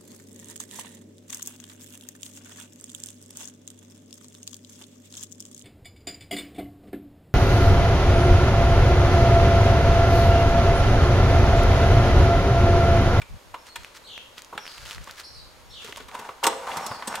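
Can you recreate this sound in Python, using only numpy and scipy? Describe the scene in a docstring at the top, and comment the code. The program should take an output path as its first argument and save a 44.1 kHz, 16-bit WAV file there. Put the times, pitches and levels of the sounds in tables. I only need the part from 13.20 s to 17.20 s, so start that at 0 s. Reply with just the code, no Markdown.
"""In a gravel yard, the microphone a few metres from a small petrol engine: light wind buffets the
microphone over the outdoor hush, and the controls knock and ping. Birds then call from the trees, as
enveloped sine glides, and shoes grind on grit, as dense grains and snapping stones. Near 2.9 s the rope
pulls: the reel whirs as rough coloured noise, and from 3.2 s the starter pawls slam in and the engine
clatters round in noise bursts, low thuds and frame rings. It does not catch yet."""
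import sys
import numpy as np
from scipy import signal
from scipy.fft import rfft, irfft
from scipy.io import wavfile
from scipy.ndimage import uniform_filter1d

SR = 44100
rng = np.random.default_rng(int(sys.argv[2]) if len(sys.argv) > 2 else 0)


def generate_wav(sig):
    """Save sig (samples, or channels by samples) to the path in sys.argv[1] as 16-bit PCM at SR."""
    pcm = np.round(np.clip(np.atleast_2d(sig).T, -1, 1) * 32767).astype(np.int16)
    wavfile.write(sys.argv[1], SR, pcm)


N = 176400
T = np.arange(N) / SR  # time in s
OPPOSED = np.array([[1], [-1]])  # left against right


def undb(db):
    """Decibels to amplitude gain."""
    return 10 ** (np.asarray(db) / 20)


def unit(x):
    """Scale to rms 1."""
    return x / np.sqrt(np.mean(x ** 2) + 1e-20)


def on_bins(points):
    """Join (f/Hz, value) points on a log-frequency axis."""
    hz, value = np.array(points, float).T
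    bin_hz = np.arange(N // 2 + 1) * SR / N
    return np.interp(np.log(bin_hz + 1e-3), np.log(hz), value)


def colour(x, points):
    """Causal filter through (f/Hz, level/dB) points that keeps the power of white noise."""
    # folding the cepstrum forward in time gives minimum phase
    cepstrum = irfft(np.log(unit(undb(on_bins(points)))), N)
    cepstrum[1:N // 2] *= 2
    cepstrum[N // 2 + 1:] = 0
    return irfft(rfft(x) * np.exp(rfft(cepstrum)), N)


# stereo width heard at the microphone: f/Hz, side over mid [gain]
WIDTH = [(60, 0.36), (250, 0.065), (1000, 0.11), (2500, 0.39), (8000, 0.48)]


def spread(pair):
    """Mix two unrelated signals to left and right, with width set by frequency."""
    side = irfft(rfft(pair[1]) * on_bins(WIDTH), N)
    return np.array([pair[0] + side, pair[0] - side])


def noise():
    """Two unrelated white noises."""
    return rng.standard_normal((2, N))


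def walk(hz):
    """Smoothed random drift of rms 1, with a new random value hz times a second."""
    step = max(int(SR / hz), 1)
    held = rng.standard_normal(N)[np.arange(N) // step]
    return unit(uniform_filter1d(held, step))


def fade(t, t60):
    """Exponential decay from time 0, down 60 dB after t60 seconds."""
    return (t >= 0) * np.exp(-np.log(1000) * np.clip(t / t60, 0, 10))


def swell(start, length):
    """A rounded rise and fall."""
    return np.sin(np.pi * np.clip((T - start) / length, 0, 1))


def echo(x, t60, points):
    """Diffuse stereo reflections: decaying coloured noise of unit energy, 8 ms behind the source."""
    tail = colour(noise(), points) * fade(T - .008, t60)
    return signal.fftconvolve(x[None], unit(tail) / np.sqrt(N), axes=1)[:, :N]


def ring(start, hz, db, t60, rise):
    """One struck mode: a sine that rises quickly and dies away."""
    out = np.zeros(N)
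    i = int(start * SR)
    t = T[:min(N // 10, N - i)]
    envelope = undb(db) * np.minimum(t / rise, 1) * fade(t, t60)
    out[i:i + len(t)] = envelope * np.sin(2 * np.pi * hz * t)
    return out


# gusts at the microphone: t/s, length/s, level/dB at the crest
GUSTS = [(-.05, 0.14, -43.5), (0.08, 0.11, -32.5), (0.185, 0.24, -54), (0.554, .10, -47), (1.55, 0.18, -45),
         (1.719, 0.15, -38), (1.828, 0.14, -53), (2.04, 0.31, -47.5), (2.24, 0.52, -50), (2.68, 0.32, -52)]
# spectrum of the buffets: f/Hz, level/dB
WIND_COLOUR = [(12, -20), (35, 4.5), (70, 2.5), (120, -1.5), (220, -13.5), (500, -76), (2000, -101)]
WIND_OPPOSED = 0.28  # share of each port's noise taken from the other


def wind():
    """Turbulent pressure on the microphone: low noise whose two ports are partly opposed."""
    ports = noise()
    buffets = colour(unit(ports - WIND_OPPOSED * ports[::-1]), WIND_COLOUR)
    strength = sum(undb(db) * swell(start, length) ** 2 for start, length, db in GUSTS)
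    return buffets * strength


# spectrum of the outdoor hush: f/Hz, level/dB
AIR_COLOUR = [(20, -8.5), (60, -3.5), (140, -12.5), (400, -9.5), (540, -5), (700, -10.5), (950, -7),
              (1800, -14), (4000, -17), (7000, -23), (11000, -27.5), (15500, -33.5)]
AIR_GAIN_DB, AIR_WIDTH = -55, 1
# faint whine: f/Hz, level/dB
WHINE = [(6700, -68.5), (8950, -71.5), (11730, -70)]


def air():
    """Outdoor hush as slightly drifting coloured noise, with thin wavering sine tones on top."""
    hush = colour(spread(noise()) + AIR_WIDTH * noise(), AIR_COLOUR)
    hush = hush * undb(AIR_GAIN_DB + 0.23 * walk(7))
    whine = 0
    for hz, db in WHINE:
        angle = 2 * np.pi * np.cumsum(hz + 45 * walk(300)) / SR
        whine = whine + undb(db) * np.sin(angle)
    return hush + whine


# knocks of controls, pawls and valve gear, before the housing:
# t/s, rise/s, thump level/dB, casing level/dB, clank level/dB, treble level/dB
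KNOCKS = [(0.016, 0.0014, -50.5, -48, -36.5, -44.5), (0.341, 0.0031, -60, -28.5, -35.5, -49),
          (.556, 0.0036, -82, -37.5, -31.5, -34), (1.324, 0.0065, -42, -34, -51, -71),
          (1.345, 0.0078, -43, -41.5, -47, -68), (1.376, 0.0016, -43, -35, -27.5, -40.5),
          (1.87, 0.0044, -62, -38, -45, -62), (1.89, 0.0053, -64, -43, -39, -63),
          (2.642, 0.0042, -45, -48, -43, -41), (2.683, 0.0028, -39.5, -44, -56, -56),
          (2.77, 0.0015, -58, -35.5, -41, -37), (2.800, 0.0017, -41.5, -41.5, -37.5, -56),
          (2.881, 0.0057, -49.5, -40.5, -39.5, -48), (2.94, .012, -57, -33.5, -38.5, -43),
          (2.987, 0.0085, -43, -44, -40, -41.5), (3.087, 0.0035, -40.5, -30.5, -38.5, -71),
          (3.228, .003, -42, -23, -33, -56), (3.233, 0.0096, -34, -21.5, -20, -20),
          (3.253, .002, -49, -20, -35, -33), (3.266, 0.0021, -29.5, -14, -21, -15),
          (3.326, 0.0027, -45, -31, -38, -57), (3.472, 0.0011, -52, -29.5, -34, -54),
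          (3.512, .005, -52, -35, -31.5, -58), (3.569, 0.0011, -54, -28, -32.5, -28),
          (3.662, 0.0035, -45, -29.5, -50, -28.5), (3.707, 0.0078, -38.5, -27, -38.5, -64),
          (3.822, 0.0022, -53, -31, -33, -54), (3.871, 0.008, -39, -31.5, -36.5, -29),
          (3.938, 0.0049, -58, -37, -34.5, -62), (3.952, 0.0033, -56, -42, -29, -30.5)]
# spectra of the four parts of a knock, low to high: f/Hz, level/dB
THUMP = [(40, -32), (90, -8), (150, -8.5), (240, -1), (320, -2.5), (450, 5), (900, -32)]
CASING = [(150, -33.5), (330, -11.5), (480, -11), (640, -4), (800, -2.5), (960, 1.5), (1150, 1),
          (1500, -11), (2300, -49), (5000, -40.5)]
CLANK = [(700, -65), (1300, 6.5), (2050, 3.5), (2400, 4.5), (2850, 2), (3500, 1), (4300, -6), (7000, -37.5)]
TREBLE = [(2200, -10.5), (4200, 0.5), (6500, -1), (7200, -0.5), (8100, -0.5), (9200, -1.5), (11000, -10),
          (13000, -4.5), (16000, -20)]
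THUMP_T60_S, CASING_T60_S, CLANK_T60_S, TREBLE_T60_S = 0.091, 0.069, 0.054, 0.046


def knocks():
    """Loose parts chatter into contact: noise in four regions, each dying at its own rate."""
    out = 0
    parts = [(THUMP, THUMP_T60_S), (CASING, CASING_T60_S), (CLANK, CLANK_T60_S), (TREBLE, TREBLE_T60_S)]
    t = T[:N // 10]
    for k, (points, t60) in enumerate(parts):
        power = np.zeros(N)  # overlapping knocks add as power
        for start, rise, *dbs in KNOCKS:
            i = max(int(start * SR), 0)
            decay = fade(np.maximum(t - rise, 0), t60)
            shape = undb(dbs[k]) * np.minimum(t / rise, 1) * decay
            power[i:i + len(t)] += shape[:N - i] ** 2
        out = out + colour(spread(noise()) * np.sqrt(power), points)
    return out


# narrow resonances of the starter cover and housing: f/Hz, width/Hz, added gain
RESONANCES = [(234.5, 49, 0.53), (427, 15, 0.29), (515, 28, 0.58), (948, 35, 0.58), (1157, 75, 0.31),
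              (1486, 38, 0.89), (1809, 35, 0.43), (2050, 21, 1.25), (2457, 35, 0.2), (2777, 44, 0.73),
              (3480, 23, 1.04), (4160, 23, 0.24), (5560, 74, 0.73), (6630, 39, 1.4), (7670, 75, 0.6),
              (8200, 65, 0.99), (10340, 180, .8)]
BROAD_GAIN = 0.8


def housing(x):
    """The cover and housing ring at their own pitches whatever rubs or hits them."""
    out = BROAD_GAIN * x
    for hz, width, gain in RESONANCES:
        b, a = signal.iirpeak(hz, hz / width, fs=SR)
        out = out + gain * signal.lfilter(b, a, x)
    return out


# spectrum of the reflections, also used for the trees: f/Hz, level/dB
YARD_COLOUR = [(100, 3), (600, 4), (1500, 4.5), (4000, 4.5), (9000, 0.5), (16000, -7)]
YARD_DB, YARD_T60_S, YARD_WIDTH = -15.5, 0.51, 0.68


def yard(near):
    """The yard returns diffuse reflections of the near sounds."""
    mid, side = echo(near.mean(axis=0), YARD_T60_S, YARD_COLOUR)
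    return undb(YARD_DB) * (mid + YARD_WIDTH * side * OPPOSED)


# levers and small steel parts pinging as they are knocked: t/s, f/Hz, level/dB, t60/s
PINGS = [(.018, 2355, -30, 0.026), (.018, 3520, -48, 0.033), (.341, 985, -27.5, 0.039),
         (.558, 938, -36, 0.092), (.558, 3346, -30.5, 0.03), (1.377, 850, -31.5, 0.074),
         (2.946, 1006, -33, 0.13), (3.2665, 8050, -15.5, 0.032), (3.475, 1030, -25, .05),
         (3.822, 1050, -33, 0.046), (3.873, 8220, -26, 0.058), (3.88, 5500, -44.5, 0.36)]
PING_RISE_S = 0.001


def pings():
    """Each small steel part is a struck mode that rings briefly at its own pitch."""
    return sum(ring(start, hz, db, t60, PING_RISE_S) for start, hz, db, t60 in PINGS)


# bird notes, thin held whistles and trilled slurs, before the direct gain and trees:
# t/s, length/s, start f/Hz, end f/Hz, level/dB, trill depth [share of pitch]
CALLS = [(0.376, 0.053, 5360, 5350, -59, 0.0092), (0.47, 0.077, 4290, 4310, -51.5, 0.018),
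         (0.838, 0.053, 3980, 4240, -46.5, 0.075), (.865, 0.13, 3510, 2838, -43.5, 0.12),
         (1.376, .08, 5650, 5460, -49, 0.018), (1.45, 0.09, 5080, 4300, -46, 0.085),
         (2.032, 0.034, 4670, 4770, -41.5, 0.122), (2.036, 0.086, 5550, 5550, -51.5, 0.0082),
         (2.127, 0.087, 4750, 4170, -47, .1), (2.49, 0.044, 5250, 5740, -53, .03),
         (2.501, 0.058, 3740, 4320, -46.5, 0.12), (2.532, .095, 3637, 2886, -43, 0.12),
         (3.6, 0.11, 5570, 5330, -48.5, .015), (3.673, .1, 5000, 4490, -47.5, .06)]
TRILL_HZ, WAVER_DEPTH = 57.3, .022  # mean trill rate; waver as a share of pitch
BIRD_DIRECT_DB, OCTAVE_DB, TREES_T60_S = -0.5, -15, 0.57


def birds():
    """Gliding sines with an octave partial, trilled and wavering, smeared by the trees."""
    song = np.zeros(N)
    trill = np.sin(2 * np.pi * np.cumsum(TRILL_HZ * (1 + .2 * walk(30))) / SR)
    waver = WAVER_DEPTH * walk(400)
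    for start, length, start_hz, end_hz, db, depth in CALLS:
        glide = start_hz * (end_hz / start_hz) ** np.clip((T - start) / length, 0, 1)
        angle = 2 * np.pi * np.cumsum(glide * (1 + depth * trill + waver)) / SR
        voice = np.sin(angle) + undb(OCTAVE_DB) * np.sin(2 * angle)
        song += undb(db) * np.sqrt(np.abs(swell(start, length))) * voice
    return undb(BIRD_DIRECT_DB) * song + echo(song, TREES_T60_S, YARD_COLOUR)


# soles grinding on grit: t/s, length/s, level/dB at the crest
SCUFFS = [(0.453, 0.05, -48), (0.562, 0.16, -52.5), (0.739, .05, -46), (1.161, 0.051, -46.5),
          (1.36, 0.49, -47.5), (1.638, 0.13, -45), (1.793, 0.21, -51), (1.965, 0.063, -42.5),
          (2.58, 0.17, -46), (2.73, .12, -50)]
# spectrum of the crunch: f/Hz, level/dB
GRIT_COLOUR = [(120, -12.5), (500, -4.5), (1400, 12), (2600, 7), (4500, 6), (7000, 2), (10000, -4.5),
               (16000, -12.5)]
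GRIT_PER_S, GRIT_SPREAD_DB = 2500, 3.5  # grain rate; scale of the exponential spread in level
# single stones snapping under a shoe: t/s, level/dB of the ping, f/Hz
STONES = [(0.6471, -20.5, 2660), (0.759, -47, 4500), (0.9785, -20, 2420), (1.1764, -34, 3300),
          (1.181, -20.5, 3160), (1.2206, -22, 6860), (1.2473, -26.5, 5780), (1.4544, -26, 1900),
          (1.466, -22.5, 2630), (1.478, -20.5, 3080), (1.518, -26, 3500), (1.581, -23, 3020),
          (1.587, -37, 2020), (1.660, -24, 3570), (1.6945, -33, 4650), (1.710, -16.5, 3200),
          (1.717, -24, 2950), (1.748, -23, 4600), (1.7819, -24, 1870), (1.843, -25, 7260),
          (1.9109, -20.5, 4536), (1.998, -21.5, 3400), (2.001, -22, 4500), (2.646, -29, 4100),
          (2.682, -33, 1500), (2.7247, -20.5, 3000), (2.728, -22, 1950), (2.7611, -19.5, 3340),
          (2.780, -27, 3000), (2.915, -27, 2320)]
STONE_T60_CYCLES = 7.5
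CRACK_DB, CRACK_T60_S = -17.5, 0.014  # gain relative to the ping


def gravel():
    """Dense random grains crunch under the soles; each stone is a short ping with a noisy crack."""
    hits = rng.random((2, N)) < GRIT_PER_S / SR
    extra_db = GRIT_SPREAD_DB * np.minimum(rng.exponential(size=(2, N)), 5)
    grains = hits * undb(extra_db) * np.sign(noise())
    pressure = sum(undb(db) * swell(start, length) for start, length, db in SCUFFS)
    out = colour(spread(unit(grains)) * pressure, GRIT_COLOUR)
    t = T[:N // 100]
    for start, db, hz in STONES:
        shared, *sides = rng.standard_normal((3, len(t)))
        band_hz = [.5 * hz, min(3 * hz, 15000)]
        band = signal.butter(1, band_hz, "band", fs=SR, output="sos")
        crack = signal.sosfilt(band, shared + .5 * np.array(sides)) * fade(t, CRACK_T60_S)
        ping = np.sin(2 * np.pi * hz * t) * fade(t, STONE_T60_CYCLES / hz)
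        i = int(start * SR)
        out[:, i:i + len(t)] += undb(db) * (ping + undb(CRACK_DB) * crack)
    return out


# the reel's rubbing, before the housing: t/s, level/dB
REEL = [(2.91, -46), (2.95, -38.5), (3.02, -41.5), (3.10, -42.5), (3.14, -53), (3.22, -56), (3.25, -32),
        (3.33, -42.5), (3.45, -37.5), (3.532, -30), (3.64, -33.5), (3.73, -37.5), (3.78, -40),
        (3.86, -39.5), (3.91, -33.5), (4.0, -34.5)]
# spectrum of the rubbing: f/Hz, level/dB
REEL_COLOUR = [(60, -25), (220, -14), (330, -13), (500, -10), (650, -6), (850, 2), (1150, -3), (1500, -7),
               (2000, -14), (3300, -19), (6000, -22.5), (8300, -25), (11000, -30.5), (16000, -37)]
REEL_RUB_HZ, REEL_ROUGH_DB = 107.4, 1.5  # rate and rms of the unevenness
REEL_TAPS_PER_S, RUB_GAIN, CHATTER_GAIN = 260, 0.84, 0.38 * 0.55


def reel():
    """Rope and reel rub as noise and chatter as random taps, unevenly, in the starter's tin cover."""
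    t, db = np.array(REEL).T
    drive = undb(np.interp(T, t, db, left=-120) + REEL_ROUGH_DB * walk(REEL_RUB_HZ))
    taps = noise() * (rng.random(N) < REEL_TAPS_PER_S / SR)
    chatter = unit(colour(taps, [(100, -2), (1500, -6), (4000, -4), (12000, -22)]))
    rubbing = spread(RUB_GAIN * noise() + CHATTER_GAIN * chatter)
    return colour(rubbing * drive, REEL_COLOUR)


# dull thuds as the engine rocks on its mounts: t/s, f/Hz, level/dB
THUDS = [(3.238, 277, -32), (3.267, 312, -24.5), (3.570, 165, -32), (3.568, 94, -37.5), (3.66, 210, -35.5),
         (3.706, 117, -28.5), (3.711, 230, -38), (3.873, 225, -26)]
THUD_RISE_S, THUD_T60_S = 0.0066, 0.07


def thuds():
    """Each thud is a few low cycles of the engine on its mounts."""
    return sum(ring(start, hz, db, THUD_T60_S, THUD_RISE_S) for start, hz, db in THUDS)


# modes of the housing and frame: f/Hz, level/dB relative to the blow, t60/s
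MODES = [(240, -10, 0.18), (440, -4.5, 0.49), (484, -9, 1), (536, -3.5, 0.73), (658, -6.5, 1),
         (688, -8.5, 0.65), (804, 1.5, 0.69), (944, -11, .27), (934, 0, 0.15), (1080, -18, .2),
         (2030, -2, 0.13), (2870, -14, 0.18), (5560, -11, 0.12), (8400, -10, 0.17)]
# blows hard enough to set the frame ringing: t/s, level/dB
RINGS = [(3.239, -34.5), (3.268, -30.5), (3.874, -43)]
FRAME_ROUGH = 0.35  # the shaking frame makes its rings flutter


def frame():
    """Housing and frame modes ring on as decaying, fluttering sines after the hardest blows."""
    out = np.zeros((2, N))
    t = T[:N // 4]
    for hz, mode_db, t60 in MODES:
        flutter = 1 + FRAME_ROUGH * walk(45)
        for start, db in RINGS:
            i = int(start * SR)
            phase, lag = rng.standard_normal(2)
            angle = 2 * np.pi * (hz * t + phase) + 0.14 * lag * OPPOSED
            tone = undb(db + mode_db) * fade(t, t60) * np.sin(angle)
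            out[:, i:i + len(t)] += tone[:, :N - i] * flutter[i:i + len(t)]
    return out


def scene():
    """Machine and shoes in the yard, with birds, wind and air around them."""
    machine = housing(knocks() + reel()) + thuds() + pings() + frame()
    near = machine + gravel()
    return near + yard(near) + birds() + wind() + air()


TOP_HZ = 15700


def record(dry):
    """The recorder cuts the top with a steep elliptic low-pass."""
    low_pass = signal.ellip(8, .2, 70, TOP_HZ, fs=SR, output="sos")
    return signal.sosfilt(low_pass, dry)


dry = scene()
out = record(dry)
generate_wav(out)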